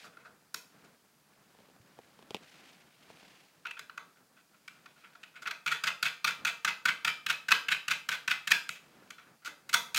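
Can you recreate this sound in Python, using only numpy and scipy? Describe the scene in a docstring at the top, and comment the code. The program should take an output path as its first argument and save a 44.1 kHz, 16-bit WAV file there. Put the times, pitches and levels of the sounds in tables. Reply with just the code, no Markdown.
"""In a small hard room a nut is spun along the threaded rod of a little wooden machine by finger flicks.
Each flick knocks the spring-loaded rod aside in its loose guide and it chatters back: swarms of tiny
impacts through resonances of rod and base board, with the spring singing on and the frame rocking.
A small case is handled close by: filtered impulses tap, shaped noise rustles and rumbles, a low sine bumps.
Behind it lie room air and hiss, both shaped noise."""
import sys
import numpy as np
from scipy import signal
from scipy.fft import rfft, irfft
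from scipy.io import wavfile
from scipy.ndimage import uniform_filter1d

SR = 44100
rng = np.random.default_rng(int(sys.argv[2]) if len(sys.argv) > 2 else 0)


def inscribe(sig):
    """Save sig as 16-bit PCM at rate SR to the path in sys.argv[1].

    A 1-D sig is mono; a 2-D sig holds one channel per row.
    Samples are clipped to [-1, 1] before scaling.
    """
    pcm = np.round(np.clip(np.atleast_2d(sig).T, -1, 1) * 32767)
    wavfile.write(sys.argv[1], SR, pcm.astype(np.int16))


N = 440118  # length [samples]
BLOCK = 16384  # room for one clack or tap [samples]


def undb(db):
    """Decibels to gain."""
    return 10 ** (np.asarray(db) / 20)


def unit(x):
    """Scale to rms 1."""
    return x / np.sqrt(np.mean(x ** 2))


def freqs(size):
    """Frequencies of a spectrum [Hz], kept above zero."""
    return np.maximum(np.fft.rfftfreq(size, 1 / SR), 1)


def add(out, s, x):
    """Mix x into out at time s."""
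    i = max(int(s * SR), 0)
    out[i:i + len(x)] += x[:max(len(out) - i, 0)]


def response(modes, size=BLOCK):
    """Spectrum of parallel resonances (frequency [Hz], width [Hz], level [dB]) of alternating sign."""
    f = freqs(size)
    return sum((-1) ** k * undb(db) / (1 + 1j * (f - hz ** 2 / f) / width)
               for k, (hz, width, db) in enumerate(modes))


def resonate(x, modes):
    """Pass x through the resonances."""
    return irfft(rfft(x) * response(modes, len(x)), len(x))


def colour(x, points):
    """Shape x by a spectrum of (frequency [Hz], level [dB]) points."""
    hz, db = np.transpose(points)
    gain = undb(np.interp(np.log(freqs(len(x))), np.log(hz), db))
    return irfft(rfft(x) * gain, len(x))


def walk(rate):
    """Random wander with rms 1: this many random levels per second, joined by ramps."""
    k = int(SR / rate)
    steps = np.repeat(rng.standard_normal(N // k + 1), k)[:N]
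    return unit(uniform_filter1d(steps, k))


def flicks():
    """Each flick knocks the rod aside; it skids, falls back chattering and rebounds once.

    Rows: (time [s], length [s], level [dB], main resonance [Hz], hardness [dB/octave], free ring [dB]).
    """
    # a finger knocks the rod aside and it falls back:
    # (knock time [s], knock level [dB], knock's free ring [dB], fall time [s], fall level [dB],
    #  fall's free ring [dB], main resonance [Hz], hardness [dB/octave])
    finger_flicks = [(5.661, -28.5, 1, 5.715, -27.5, 2.5, 1415, -1.7),
                     (5.837, -27.5, -2, 5.869, -27, 3, 1450, -1.4),
                     (6.027, -24.5, 1.5, 6.053, -28, 5.5, 1466, -.1),
                     (6.244, -23, -3.5, 6.271, -28, 3, 1405, -.5),
                     (6.449, -25, 0, 6.467, -29, 1.5, 1440, -0.5),
                     (6.647, -24, -3, 6.676, -28, 3.5, 1485, -2),
                     (6.854, -21, -2, 6.883, -25, 4.5, 1505, -2),
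                     (7.047, -25, 0.5, 7.074, -27, 4.5, 1416, -1),
                     (7.263, -28.5, 3.5, 7.297, -24.5, 3.5, 1520, -.2),
                     (7.484, -27, 1, 7.517, -14.5, 0.5, 1546, -1.4),
                     (7.684, -25.5, 8.5, 7.716, -23, 6, 1520, -1),
                     (7.880, -28.5, 2.5, 7.907, -25.5, 4.5, 1490, -.5),
                     (8.088, -27, -2.5, 8.115, -31.5, 3.5, 1470, -0.6),
                     (8.277, -25.5, 2, 8.308, -24.5, 5.5, 1500, -1.1),
                     (8.473, -28.5, 4, 8.516, -15.5, 5, 1596, 0.85),
                     (9.692, -38.5, -1.5, 9.739, -18.5, -5, 1443, 2),
                     (9.945, -28, 3.5, 9.969, -27, -3, 1390, 4)]
    knock_s, knock_harder_db = .0085, .55  # short and a little harder [s, dB/octave]
    # chatter length at this level; harder falls seat sooner, halving it every so many dB
    fall_s, fall_at_db, fall_halves_db = .0175, -26, 9.5
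    skid_s, skid_db = .010, -12  # along the guide just before seating; level against the fall
    bounce_s, bounce_spread_s, bounce_length_s = .031, .004, .005  # delay after the fall, its spread, length
    bounce_db, bounce_scatter_db = -35.5, 2
    rows = []
    scatter = rng.standard_normal((len(finger_flicks), 2))
    for flick, (late, strong) in zip(finger_flicks, scatter):
        knock_at, knock_db, knock_free, fall_at, fall_db, free, hz, hard = flick
        fall_length = fall_s * 2 ** ((fall_at_db - fall_db) / fall_halves_db)
        bounce_at = fall_at + bounce_s + bounce_spread_s * late
        bounce_level = bounce_db + bounce_scatter_db * strong
        rows += [(knock_at, knock_s, knock_db, hz, hard + knock_harder_db, knock_free),
                 (fall_at - skid_s, skid_s, fall_db + skid_db, hz, hard, 0),
                 (fall_at, fall_length, fall_db, hz, hard, free),
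                 (bounce_at, bounce_length_s, bounce_level, hz, hard, free)]
    return rows


def fingering():
    """Fingers and nut nudge the rod, and the slowly turned thread catches faintly; rows as for flicks."""
    # nudges: (time [s], length [s], level [dB], hardness [dB/octave],
    #  free ring [dB], low while fingers hold the rod)
    nudges = [(0.041, 0.028, -52.5, -1.5, -15), (0.170, .005, -47, -7.5, -7),
              (0.250, .024, -52.5, -6.5, -8), (0.543, .005, -31.5, 3, -10.5), (0.841, .02, -62, 0, -7),
              (3.652, .010, -36, -7, 1), (3.666, .01, -39.5, -1.5, 7), (3.709, 0.0063, -37.5, 1, 9),
              (3.768, 0.016, -47, -5.5, 5), (3.792, .0067, -39.5, 0, -1), (3.896, .005, -41.5, -7.5, -3.5),
              (3.976, .0064, -36, -4, -2.5), (4.678, .0064, -42, 0, 5.5), (4.858, .007, -48, -3.5, -1),
              (5.039, 0.032, -54.5, -7, 6.5), (5.152, .007, -49.5, -7, -5), (5.231, .012, -46, -1.5, 4),
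              (5.356, 0.023, -49, -3, 4), (5.420, .016, -45, -1.3, -3.5), (5.456, .014, -37, -6, 2.5),
              (5.471, .012, -32.5, -3, -3), (5.509, .008, -32.5, -1, 2), (5.675, .014, -29.5, -.8, 7),
              (8.691, .0034, -28, 2.5, 4.5), (8.752, .02, -51.5, 0, 7), (9.104, .0064, -41.5, 1.5, 2.5),
              (9.181, .024, -52.5, -4.5, -.5), (9.448, .029, -41, 1.5, -1), (9.471, .01, -38.5, -2.5, -9.5),
              (9.959, .01, -30.5, 5, 8)]
    # slow turning between the fingers: (start [s], end [s])
    turns = [(0.05, 0.38), (4.15, 4.42), (4.5, 4.8), (4.85, 5.4), (9.0, 9.65)]
    tip_hz = 1421  # main resonance with the fingers at the tip of the rod
    catches_per_s, catch_s, catch_hardness = 8, .032, -5  # [1/s, s, dB/octave]
    catch_db, catch_scatter_db = -65.5, 2.5
    rows = [(s, length, db, tip_hz, hard, free) for s, length, db, hard, free in nudges]
    for (start, end), draws in zip(turns, rng.standard_normal((len(turns), 32, 2))):
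        for k, (late, strong) in enumerate(draws):
            s = start + (k + .5 + np.tanh(late) / 2) / catches_per_s  # uneven steps
            if s < end:
                db = catch_db + catch_scatter_db * strong
                rows.append((s, catch_s, db, tip_hz, catch_hardness, 0))
    return rows


def chatter(length):
    """A first touch, then a swarm of steel-on-steel impacts round one seating blow, over thread scrape."""
    rate, scatter_db = 1400, 4.5  # impacts per second from the median gap; spread of their strength
    touch, slam, slam_at = 1.62, 1.8, .4  # strengths; the blow lands at this share of the length
    scrape, rise, fall = .047, .21, 2.1
    gap, size, scuff = rng.standard_normal((3, BLOCK))
    times = np.cumsum(np.exp(gap[:200] / 2)) / rate
    places = ((times - times[0]) * SR).astype(int) % BLOCK
    hits = np.zeros(BLOCK)
    hits[places] = np.sign(size[:200]) * undb(scatter_db * np.clip(size[-200:], -2, 1))
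    hits[0] = touch
    hits[int(slam_at * length * SR)] += slam
    u = np.arange(BLOCK) / SR / max(length, .002)
    swell = (u + .032) ** rise * np.exp(-fall * u ** 2 / 2)
    return (hits + scrape * scuff) * swell


def strike(length, shape):
    """One chatter through a spectrum, its energy that of rms 1 held over its length."""
    ring = irfft(rfft(chatter(length)) * shape)[:BLOCK // 2]
    return unit(ring) * np.sqrt(length * SR / len(ring))


def rod(clacks):
    """Every clack rings the heavily damped rod and shakes the board; returns (direct, outward) sound."""
    # rod in its guide: (frequency [Hz], width [Hz], mean level [dB])
    rod_modes = [(945, 48, -7), (1134, 280, -9.5), (1907, 140, -5), (2056, 157, -2.5), (2293, 337, -5),
                 (2564, 136, 1.5), (3063, 350, -7.5), (3460, 270, -6), (3770, 226, -7), (4110, 536, -9.5),
                 (4780, 420, -11), (5570, 420, -13.5), (6520, 710, -12.5), (8070, 880, -33.5),
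                 (10920, 1100, -34.5), (12760, 7500, -29.5)]
    # base board: (frequency [Hz], width [Hz], level [dB])
    board_modes = [(184.7, 108, -4), (313, 70, -5), (432, 79, -1), (469, 47, 3), (622, 76, -3),
                   (719, 24, 4), (924, 140, -3)]
    main_width_hz, main_db, main_scatter_hz, modes_scatter_db = 170, 4.0, 15, 1.36
    free_hz, free_octaves = 2650, .37  # band where the rod rings when free
    # board level under a clack of this level, and its dB per dB of clack
    board_db, board_at_db, board_slope = -55, -27, .72
    board_share = .8  # dB the board gains for each dB of free ring lost to the fingers
    steel, wood, f = np.zeros((2, N)), np.zeros(N), freqs(BLOCK)
    # a thin rod radiates almost no bass
    bass_cut = signal.butter(3, 980, "high", fs=SR, output="sos")
    thin = signal.sosfreqz(bass_cut, f, fs=SR)[1]
    board = response(board_modes)
    octaves = np.log2(np.clip(f, 1400, 9000) / 1400)
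    free_band = np.exp(-(np.log2(f / free_hz) / free_octaves) ** 2 / 2)
    # the contacts click over a wide band; their finite duration softens the very top
    contact = 1j * response([(4300, 6360, -22)])
    soft = 1 / np.sqrt(1 + (f / 11500) ** 4)
    for s, length, db, hz, hardness, free_db in clacks:
        # each contact point favours the modes a little differently
        favour = modes_scatter_db * rng.standard_normal(len(rod_modes))
        modes = [(m, w, g + e) for (m, w, g), e in zip(rod_modes, favour)]
        # the main resonance follows the contact point
        main = (hz + main_scatter_hz * rng.standard_normal(), main_width_hz, main_db)
        # harder contact is brighter
        tilt = undb(hardness * octaves + free_db * free_band)
        shape = thin * soft * (response(sorted(modes + [main])) + contact) * tilt
        for direction in steel:  # towards the listener, towards the walls
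            add(direction, s, strike(length, shape) * undb(db))
        wood_db = board_db + board_slope * (db - board_at_db) - board_share * free_db
        add(wood, s, strike(length, board) * undb(wood_db))
    return steel + wood


def spring(x):
    """The coil spring and free rod sing on after each clack: decaying sines, 15 dB below the clacks."""
    # ringing steel: (frequency [Hz], relative level [dB], time to fall 60 dB [s])
    spring_modes = [(938, -15, .35), (1156, -3, .3), (1235, -6, .3), (1527, -5, .3), (2060, -2, .3),
                    (2364, 2, .38), (2571, -8, .3), (3018, -4, .3), (3486, -4, .3), (3792, -3, .3),
                    (4970, 2, .4), (5150, -1, .35)]
    t = np.arange(SR // 2) / SR
    ring = sum(undb(g) * np.sin(2 * np.pi * hz * t) * np.exp(-np.log(1000) * t / t60)
               for hz, g, t60 in spring_modes)
    return unit(signal.oaconvolve(x, ring)[:N]) * np.std(x) * undb(-15)


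def frame(clacks):
    """Clacks strong enough to take up the slack rock the wooden frame, which gives less and less."""
    # frame rocking on the table: (frequency [Hz], width [Hz], relative level [dB])
    frame_modes = [(44.7, 63, -12.5), (78.4, 40, -9), (148.4, 6.7, 6.5), (186.8, 8.6, 1), (216.5, 14, -1)]
    db, slack_db = -68, -32  # rms over the whole scene; clack level that takes up the slack
    pushes = np.zeros(N)
    for s, _, clack_db, *_ in clacks:
        excess = np.maximum(undb(clack_db) - undb(slack_db), 0)
        add(pushes, s, [np.cbrt(excess)])
    return unit(resonate(np.pad(pushes, (0, SR)), frame_modes)[:N]) * undb(db)


def room(x):
    """Dense reflections off floor and walls: decaying noise in three bands, the bass lasting longest."""
    # colour of the room's answer: (frequency [Hz], level [dB])
    room_colour = [(100, 6), (600, 12), (1400, -2), (2000, 0.5), (2700, 0.5), (4000, 2.5), (6500, -1),
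                   (10000, 0), (16000, -1)]
    db, build_s = -6.0, .0081
    t60s = (.39, .34, .34)  # low, mid, high: time to fall 60 dB [s]
    t = np.arange(SR * 3 // 4) / SR
    noise, tail = rng.standard_normal(len(t)), 0
    edges, f = np.log([400, 2500, 10000]), freqs(len(t))
    for share, t60 in zip(np.eye(3), t60s):
        band = irfft(rfft(noise) * np.interp(np.log(f), edges, share), len(t))
        tail = tail + band * np.exp(-np.log(1000) * t / t60)
    tail = colour(tail / np.linalg.norm(tail), room_colour)
    tail = tail * (1 - np.exp(-(t / build_s) ** 2))  # reflections build up
    return signal.oaconvolve(x, tail[:SR // 2])[:N] * undb(db)


def handling():
    """Dead little taps ring a small case with a tick on top; fainter ones come before as the grip shifts."""
    # soft, dry taps: (time [s], level of the loudest 3 ms before trim [dB], treble before trim [dB])
    taps = [(1.989, -38.5, -33), (2.191, -46, -15), (2.226, -46, -8), (2.307, -33.5, -7), (2.346, -24, -3),
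            (2.355, -42, 12), (2.367, -38.5, 1), (3.102, -41, -26), (3.172, -49, 1), (3.229, -47, -18)]
    # what a tap rings: (frequency [Hz], width [Hz], level [dB])
    case_modes = [(171, 180, 0), (445, 100, 6.5), (750, 250, 2.5)]
    tap_trim_db, treble_trim_db = -6, 1
    rub, rub_s = .056, .0059  # noise level beside the impulse; its decay [s]
    tick_mode = [(2700, 1700, 0)]
    fidgets = [(s, -53.5, -19) for s in rng.uniform(1.4, 1.9, size=7)]  # columns as for taps
    out, t = np.zeros(N), np.arange(BLOCK) / SR
    # a small case gives out no deep bass
    small = signal.butter(2, 100, "high", fs=SR, output="sos")
    for s, db, treble_db in taps + fidgets:
        rubbing = rub * rng.standard_normal(BLOCK) * np.exp(-t / rub_s)
        force = signal.unit_impulse(BLOCK) + rubbing
        knock = signal.sosfilt(small, resonate(force, case_modes))
        tick = resonate(resonate(force, tick_mode), tick_mode)
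        tap = unit(knock) + undb(treble_db + treble_trim_db) * unit(tick)
        power = uniform_filter1d(tap ** 2, size=132, mode="constant")
        add(out, s, tap / np.sqrt(power.max()) * undb(db + tap_trim_db))
    return out


def bump():
    """One low bump of the table: a sine that swells and dies within a few cycles."""
    start_s, gain_db, hz, rise_s = 1.8, -58, 115, .011
    t = np.maximum(np.arange(N) / SR - start_s, 0)
    swell = t / rise_s * np.exp(2 - 2 * t / rise_s)
    return undb(gain_db) * np.sin(2 * np.pi * hz * t) * swell


def background():
    """Hand and sleeve movements swell as grainy rustle and low rumble over room air and smooth hiss."""
    # movements, levels before trim:
    # (middle time [s], half length [s], rustle level [dB], rumble level [dB])
    moves = [(0.0, .06, -53.5, -72), (0.25, 0.098, -75, -64.5), (0.838, .1, -68.5, -64),
             (1.54, 0.18, -71, -70), (2.15, .32, -69, -65.5), (2.59, 0.18, -59, -67),
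             (3.214, 0.22, -61, -65.5), (5.05, 0.29, -68.5, -82), (6.417, .04, -75, -59.5),
             (8.98, .17, -69, -63.5), (9.307, 0.045, -77, -65), (9.82, .12, -78, -63)]
    # colours of the rustle, of the air and rumble, and of the hiss: (frequency [Hz], level [dB])
    rustle_colour = [(150, -30.5), (400, -10), (750, -3), (1100, -11), (1600, -3), (2400, 0.5),
                     (4500, -6.5), (7000, -13.5), (10000, -20), (16000, -30.5)]
    air_colour = [(15, -44), (25, -26), (75, -11.5), (102, -11), (144, 0.5), (168, 2), (417, -5),
                  (900, -7.5), (1400, -7), (1700, -9), (2500, -22.5), (3250, -42), (5500, -120)]
    hiss_colour = [(530, -21), (900, 3), (1550, -15), (4900, 6.5), (5320, 3), (6430, 3.5), (15000, -0.5)]
    hand_db, air_db = -75.5, -71.5  # a hand never quite at rest; the still room; both before trim
    rustle_trim_db, air_trim_db, hiss_db = -1, 1, -71.5
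    grain_db, flutter_db = 2, 2  # spread of the level wander
    colours = (rustle_colour, air_colour, hiss_colour)
    rustle, air, hiss = (unit(colour(rng.standard_normal(N), c)) for c in colours)
    t = np.arange(N) / SR
    rustle_power, air_power = undb(hand_db) ** 2, undb(air_db) ** 2
    for s, half_s, rub_db, rumble_db in moves:
        swell = np.exp(-((t - s) / half_s) ** 2)
        rustle_power = rustle_power + swell * undb(rub_db) ** 2
        air_power = air_power + swell * undb(rumble_db) ** 2
    rustle = rustle * np.sqrt(rustle_power) * undb(rustle_trim_db + grain_db * walk(170))
    air = air * np.sqrt(air_power) * undb(air_trim_db + flutter_db * walk(30))
    return rustle + air + hiss * undb(hiss_db)


def scene():
    """The machine in its room, with the small noises of the hands."""
    clacks = flicks() + fingering()
    direct, outward = rod(clacks)
    machine = direct + spring(direct) + frame(clacks)
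    hands = handling() + bump() + background()
    return (machine + room(outward) + hands)[None]


def record(dry):
    """A steep low-pass removes everything above about 15.8 kHz."""
    return signal.sosfilt(signal.ellip(10, .2, 70, 15800, fs=SR, output="sos"), dry)


dry = scene()
out = record(dry)
inscribe(out)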